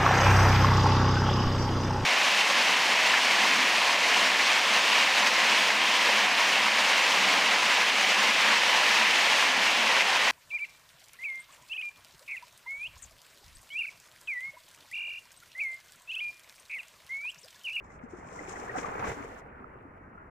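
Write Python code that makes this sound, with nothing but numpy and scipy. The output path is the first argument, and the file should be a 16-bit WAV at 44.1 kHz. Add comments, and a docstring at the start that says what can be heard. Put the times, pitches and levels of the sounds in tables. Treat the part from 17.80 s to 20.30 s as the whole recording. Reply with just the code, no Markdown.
"""A small sea wave runs in among shore rocks close by and drains away: dense clicks, band by band uneven.
It slaps the stone in noise bursts; trapped air plops and small bubbles chirp as damped, rising sines.
Fine clicks make spray, mostly on the left, and soft foam all round; dull thuds sound from hollows.
Farther off, the open sea murmurs as patchy filtered noise over a low rumble.
Two spaced microphones hear each direction at slightly different times; plops reach the left one first."""
import sys
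import numpy as np
from scipy import signal
from scipy.fft import rfft, irfft
from scipy.io import wavfile

SR = 44100
rng = np.random.default_rng(int(sys.argv[2]) if len(sys.argv) > 2 else 0)


def store_pcm(level_fs):
    """Save levels as 16-bit WAV."""
    pcm = np.round(np.clip(level_fs, -1, 1) * 32767).astype(np.int16)
    wavfile.write(sys.argv[1], SR, np.atleast_2d(pcm).T)


N = 110250
T = np.arange(N) / SR  # seconds
HZ = np.maximum(np.fft.rfftfreq(N, 1 / SR), 1)

# Directions the water sounds from. Each row: left lead in ms, wash and slap share in dB, open sea share in dB.
DIRECTIONS = [(0.53, -2, -3), (0.22, -8, -7), (-0.014, -4.5, -1.5), (-0.4, -6, 0)]

# Open sea and its rumble, spectral shapes. Each row: frequency in Hz, relative level in dB.
SEA_COLOUR = [(100, -3.5), (250, 0.5), (600, -6), (1300, -2.5), (2000, -12), (2600, -23), (3000, -31.5),
              (3400, -56), (7200, -50.5), (9000, -50), (16000, -55)]
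RUMBLE_COLOUR = [(15, -12.5), (30, -14.5), (55, 0.5), (90, -5), (160, -7), (300, -21.5), (1000, -59)]
SEA_DB, SEA_PATCHY_DB, RUMBLE_DB = -53.5, 4, -56.5

# Spray strength over time. Each row: time in seconds, level in dB before FIZZ_TRIM_DB and the flicker.
FIZZ_LEVEL = [(0, -77), (.025, -86), (.045, -63), (.07, -65), (.09, -77), (.12, -61), (.16, -64.5),
              (.205, -91), (.24, -65), (.28, -87), (.31, -60.5), (.4, -61), (.43, -67.5), (.48, -61.5),
              (.58, -53), (.665, -57.5), (.695, -44), (.74, -51.5), (.82, -49), (.875, -58.5), (.95, -59.5),
              (.995, -40.5), (1.09, -60.5), (1.14, -53.5), (1.22, -59), (1.275, -42), (1.315, -46.5),
              (1.36, -58), (1.59, -65.5), (1.625, -82), (1.7, -89), (2.5, -91)]
# Spray spectral shape. Each row: frequency in Hz, relative level in dB.
FIZZ_COLOUR = [(1500, 2), (2700, -2), (3600, -6), (4900, -7), (5250, 3), (7200, 6.5), (8300, 0),
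               (9800, -17.5), (12000, -30), (15500, -45)]
# Spray at the right microphone against the left. Each row: frequency in Hz, difference in dB.
FIZZ_RIGHT = [(2500, -5), (4500, -13.5), (5500, -13), (7500, -20.5), (8300, -18), (10500, 7.5), (15500, 15)]
FIZZ_TRIM_DB, FIZZ_FLICKER_DB = -1.5, 2.65
FIZZ_CLICKS_PER_S, FIZZ_GRAIN_DB = 12000, 2.5  # the foam shares these

# Foam strength over time. Each row: time in seconds, level in dB before FOAM_RIGHT_DB on the right.
FOAM_LEVEL = [(0, -99), (.3, -85), (.55, -73.5), (.85, -62.5), (1.2, -61), (1.29, -52), (1.36, -61),
              (1.603, -66), (1.62, -82), (1.67, -81), (1.7, -92), (2.5, -105)]
# Foam spectral shape. Each row: frequency in Hz, relative level in dB.
FOAM_COLOUR = [(1500, 3), (2700, 8), (3500, 0), (4700, -2.5), (7000, -10.5), (11000, -8.5), (15500, -15.5)]
FOAM_RIGHT_DB = 2.5

# Water knocking in hollows. Each row: start in seconds, starting pitch in Hz, peak in dB.
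THUDS = [(1.19, 113, -37), (1.22, 92, -39), (1.25, 176, -40.5), (1.284, 82.6, -33), (1.305, 126, -34),
         (1.405, 113, -43.5)]
THUD_T60_S = 0.073

# Air pockets between the rocks. Each row: start in seconds, starting pitch in Hz, peak in dB before
# panning, time to fall 60 dB in seconds, left against right in dB.
PLOPS = [(.1, 2010, -48, 0.037, 7), (.234, 243.5, -37, 0.072, 6), (.262, 470, -44.5, 0.036, 5),
         (.332, 349, -34, 0.062, 4.5), (.383, 250, -39.5, 0.029, -1), (.425, 877, -41, 0.048, 3),
         (.447, 578, -41, 0.02, -2), (.518, 484, -41, 0.065, 8), (0.558, 955, -40, 0.034, 9),
         (.589, 2023, -33.5, 0.019, 8.5), (.605, 300, -40.5, 0.088, -2), (.68, 366, -35.5, 0.043, 3),
         (.735, 773, -34, 0.02, 8), (.755, 1930, -39.5, 0.04, 12.5), (.79, 260, -44, .06, 3),
         (.835, 750, -44.5, .04, 14), (.893, 1850, -30.5, 0.026, 6.5), (.952, 755, -27, 0.064, -2),
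         (.963, 766, -28, 0.036, -3), (.974, 282, -35, .07, 7), (1.043, 1172, -29, 0.024, 11),
         (1.08, 204, -34, 0.023, -2), (1.222, 906, -27.5, .04, -5), (1.241, 1110, -29.5, 0.041, 6),
         (1.367, 280, -40, 0.094, 5), (1.402, 276, -38.5, 0.052, 7), (1.802, 255, -42, 0.041, -3),
         (1.84, 1302, -38.5, 0.019, -10.5), (2.051, 270, -40.5, 0.055, -3), (2.351, 1290, -44, .03, 0),
         (2.376, 1367, -42.5, 0.034, 8)]
PLOP_ATTACK_S, PLOP_RISE_PER_S, PLOP_LEAD_MS = 0.0045, 0.7, 0.34  # the thuds share these

BUBBLES_PER_S, BUBBLE_LOW_HZ, BUBBLE_HIGH_HZ = 420, 356.5, 2463
BUBBLE_DB = -4  # against the WASH_LEVEL table
BUBBLE_CYCLES = 21.4  # mean number of cycles to fall 60 dB
BUBBLE_SPREAD_DB, BUBBLE_RISE_PER_S = 3.5, 2.4
ROCK_ECHO_DB, ROCK_ECHO_T60_S, ROCK_ECHOES_PER_S = -8.5, .09, 500

# Slaps on rock. Each row: start in seconds, level at the peak in dB, time to fall 60 dB in seconds.
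SLAPS = [(0.979, -29.5, 0.068), (1.026, -36.5, 0.035), (1.054, -36.5, 0.064), (1.082, -39.5, 0.055),
         (1.19, -34.5, 0.11), (1.238, -34, 0.15), (1.267, -33.5, 0.07), (1.292, -34.5, 0.1),
         (1.313, -39, .07), (1.404, -45.5, .07)]
# Slap spectral shape. Each row: frequency in Hz, relative level in dB.
SLAP_COLOUR = [(100, -12), (300, -2), (900, 0.5), (2200, -5.5), (3300, -21.5), (4700, -30.5), (6500, -20.5),
               (9000, -53), (15000, -51)]
SLAP_ATTACK_S = 0.0066

# Wash strength over time. Each row: time in seconds, level in dB before WASH_TRIM_DB or BUBBLE_DB.
WASH_LEVEL = [ [(0.0, -55), (0.03, -59), (0.83, -41.5), (0.93, -43), (0.97, -36.5), (1.0, -42),
              (1.06, -37.5), (1.06, -39.5), (1.22, -38.5), (1.25, -37.5), (1.36, -45.5), (1.39, -42.5),
              (1.66, -51.5), (2.5, -61.5)], ][0]
# Wash spectral shape. Each row: frequency in Hz, relative level in dB.
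WASH_COLOUR = [(60, -8), (150, -2), (300, -2), (800, 2.5), (1300, 0), (2050, -6.5), (2600, -18),
               (3300, -40.5), (4200, -50), (9000, -52), (16000, -62)]
WASH_TRIM_DB, WASH_PATCHY_DB, WASH_GRAIN_DB = -0.6, 3.5, 1.8

CUTOFF_HZ, FADE_S = 15750, .004


def from_db(db):
    """Decibels to amplitude gain."""
    return 10 ** (np.asarray(db) / 20)


def rms_one(x):
    """Scale to unit power, over both microphones together if there are two."""
    return x / np.sqrt(np.mean(x ** 2) + 1e-20)


def level(rows):
    """Gain over time, straight in dB between the rows."""
    seconds, db = np.transpose(rows)
    return from_db(np.interp(T, seconds, db))


def colour(x, points):
    """Filter a sound by gains in dB, straight between the points on a log frequency scale."""
    hz, db = np.transpose(points)
    gain = from_db(np.interp(np.log(HZ), np.log(hz), db))
    return irfft(rfft(x) * gain, N)


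def drift(rate_hz):
    """Smooth random wander of spread 1: noise weakened above the given rate."""
    spectrum = rfft(rng.standard_normal(N))
    return rms_one(irfft(spectrum / (1 + (HZ / rate_hz) ** 2), N))


def pair(x, lead_ms):
    """Both microphones; the right one hears later by the lead, or earlier if it is negative."""
    return np.array([x, np.interp(T - lead_ms / 1000, T, x)])


def crackle(per_s, spread_db):
    """Random clicks of either sign and uneven size."""
    hits = rng.random(N) < per_s / SR
    size = from_db(spread_db * np.minimum(rng.exponential(1, N), 5))
    return hits * size * rng.choice([-1, 1], N)


def churn(x, patchy_db, rate_hz):
    """Each half-octave band swells and sinks on its own."""
    spectrum = rfft(x)
    place = 2 * np.log2(np.clip(HZ, 64, 4096))  # in half octaves
    out = np.zeros(N)
    for k in range(12, 25):
        band = irfft(spectrum * np.maximum(1 - abs(place - k), 0), N)
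        out += band * from_db(patchy_db * drift(rate_hz))
    return out


def bubble(hz, t60, attack_s, rise_per_s):
    """A damped sine that rises in pitch as the bubble nears the surface."""
    t = np.arange(int((t60 + attack_s) * SR)) / SR
    attack = np.minimum(t / attack_s, 1)
    decay = from_db(-60 * np.maximum(t - attack_s, 0) / t60)
    return attack * decay * np.sin(2 * np.pi * hz * (t + rise_per_s * t * t / 2))


def add(out, sound, s, lead_ms, pan_db):
    """Place a short sound by its arrival time and level at each microphone."""
    for channel, start, db in ((0, s, pan_db / 2), (1, s + lead_ms / 1000, -pan_db / 2)):
        part = out[channel, max(int(start * SR), 0):][:len(sound)]
        part += from_db(db) * sound[:len(part)]


def open_sea():
    """Dull murmur of farther water from several directions: patchy noise over a steady low rumble."""
    murmur = np.zeros((2, N))
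    for lead_ms, _, db in DIRECTIONS:
        water = churn(rng.standard_normal(N), SEA_PATCHY_DB, rate_hz=18)
        murmur += from_db(db) * pair(water, lead_ms)
    rumble = pair(rms_one(colour(rng.standard_normal(N), RUMBLE_COLOUR)), 0.21)
    return from_db(SEA_DB) * rms_one(colour(murmur, SEA_COLOUR)) + from_db(RUMBLE_DB) * rumble


def fine_clicks(points):
    """Dense clicks, independent at each microphone, filtered to one spectral shape."""
    clicks = np.array([crackle(FIZZ_CLICKS_PER_S, FIZZ_GRAIN_DB) for _ in range(2)])
    return rms_one(colour(clicks, points))


def foam():
    """Soft hiss all round, made of fine clicks, until the foam has drained."""
    return level(FOAM_LEVEL) * fine_clicks(FOAM_COLOUR) * from_db([[0], [FOAM_RIGHT_DB]])


def spray():
    """Fine drops fizz as flickering clicks, mostly at the left microphone."""
    left, right = fine_clicks(FIZZ_COLOUR)
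    flicker = from_db(FIZZ_TRIM_DB + FIZZ_FLICKER_DB * drift(27))
    return level(FIZZ_LEVEL) * flicker * np.array([left, colour(right, FIZZ_RIGHT)])


def thuds():
    """The crest closes off hollows under the rocks: deep damped sines, equally loud on both sides."""
    out = np.zeros((2, N))
    for s, hz, db in THUDS:
        knock = bubble(hz, THUD_T60_S, PLOP_ATTACK_S, PLOP_RISE_PER_S)
        add(out, from_db(db) * knock, s, PLOP_LEAD_MS, 0)
    return out


def small_bubbles():
    """A swarm of short chirps whose strength follows the wash that stirs them in."""
    out = np.zeros((2, N))
    for when, pitch, size, ring, side in rng.random((int(BUBBLES_PER_S * N / SR), 5)):
        hz = BUBBLE_LOW_HZ * (BUBBLE_HIGH_HZ / BUBBLE_LOW_HZ) ** pitch
        gain = from_db(BUBBLE_SPREAD_DB * min(-np.log(1 - size), 3))
        t60 = BUBBLE_CYCLES * (.5 + ring) / hz
        chirp = bubble(hz, t60, 1 / hz, BUBBLE_RISE_PER_S)
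        # side runs from left (0) to right (1)
        add(out, gain * chirp, when * N / SR, .52 - side ** 2, 3 - 5 * side)
    return from_db(BUBBLE_DB) * level(WASH_LEVEL) * rms_one(out)


def pockets():
    """Air trapped between the rocks rings as single plops."""
    out = np.zeros((2, N))
    for s, hz, db, t60, pan_db in PLOPS:
        plop = bubble(hz, t60, PLOP_ATTACK_S, PLOP_RISE_PER_S)
        add(out, from_db(db) * plop, s, PLOP_LEAD_MS, pan_db)
    return out


def among_rocks(x):
    """Short scattered echoes off the stone faces, different for each microphone."""
    echoes = np.array([crackle(ROCK_ECHOES_PER_S, 1.8) for _ in range(2)])
    echoes = echoes * from_db(-60 * T / ROCK_ECHO_T60_S)
    echoes = echoes / np.sqrt(np.sum(echoes ** 2, axis=1, keepdims=True) + 1e-20)
    return x + from_db(ROCK_ECHO_DB) * signal.fftconvolve(x, echoes, axes=1)[:, :N]


def slaps():
    """Short broad splashes as the crest hits stone: clicks under a quick rise and a decay."""
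    shape = np.zeros(N)
    for s, db, t60 in SLAPS:
        attack = np.clip((T - s) / SLAP_ATTACK_S, 0, 1)
        decay_db = -60 * np.maximum(T - s - SLAP_ATTACK_S, 0) / t60
        shape += attack * from_db(db + decay_db)
    splash = np.zeros((2, N))
    for lead_ms, db, _ in DIRECTIONS:
        splash += from_db(db) * pair(crackle(9000, 2.3), lead_ms)
    return shape * rms_one(colour(splash, SLAP_COLOUR))


def wash():
    """Water tumbling over stone: dense, uneven splatter from several directions."""
    out = np.zeros((2, N))
    for lead_ms, db, _ in DIRECTIONS:
        splatter = churn(crackle(8000, WASH_GRAIN_DB), WASH_PATCHY_DB, rate_hz=19)
        out += from_db(db) * pair(splatter, lead_ms)
    return from_db(WASH_TRIM_DB) * level(WASH_LEVEL) * rms_one(colour(out, WASH_COLOUR))


def scene():
    """All the water together; only the bubbles and plops echo among the rocks."""
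    background = open_sea() + foam() + spray()
    trapped_air = among_rocks(small_bubbles() + pockets())
    return background + thuds() + trapped_air + slaps() + wash()


def record(dry):
    """Ease both ends in and out, then cut the top steeply."""
    ease = np.clip(np.minimum(T, T[-1] - T) / FADE_S, 0, 1)
    low_pass = signal.ellip(10, .1, 70, CUTOFF_HZ, fs=SR, output="sos")
    return signal.sosfilt(low_pass, dry * ease)


dry = scene()
out = record(dry)
store_pcm(out)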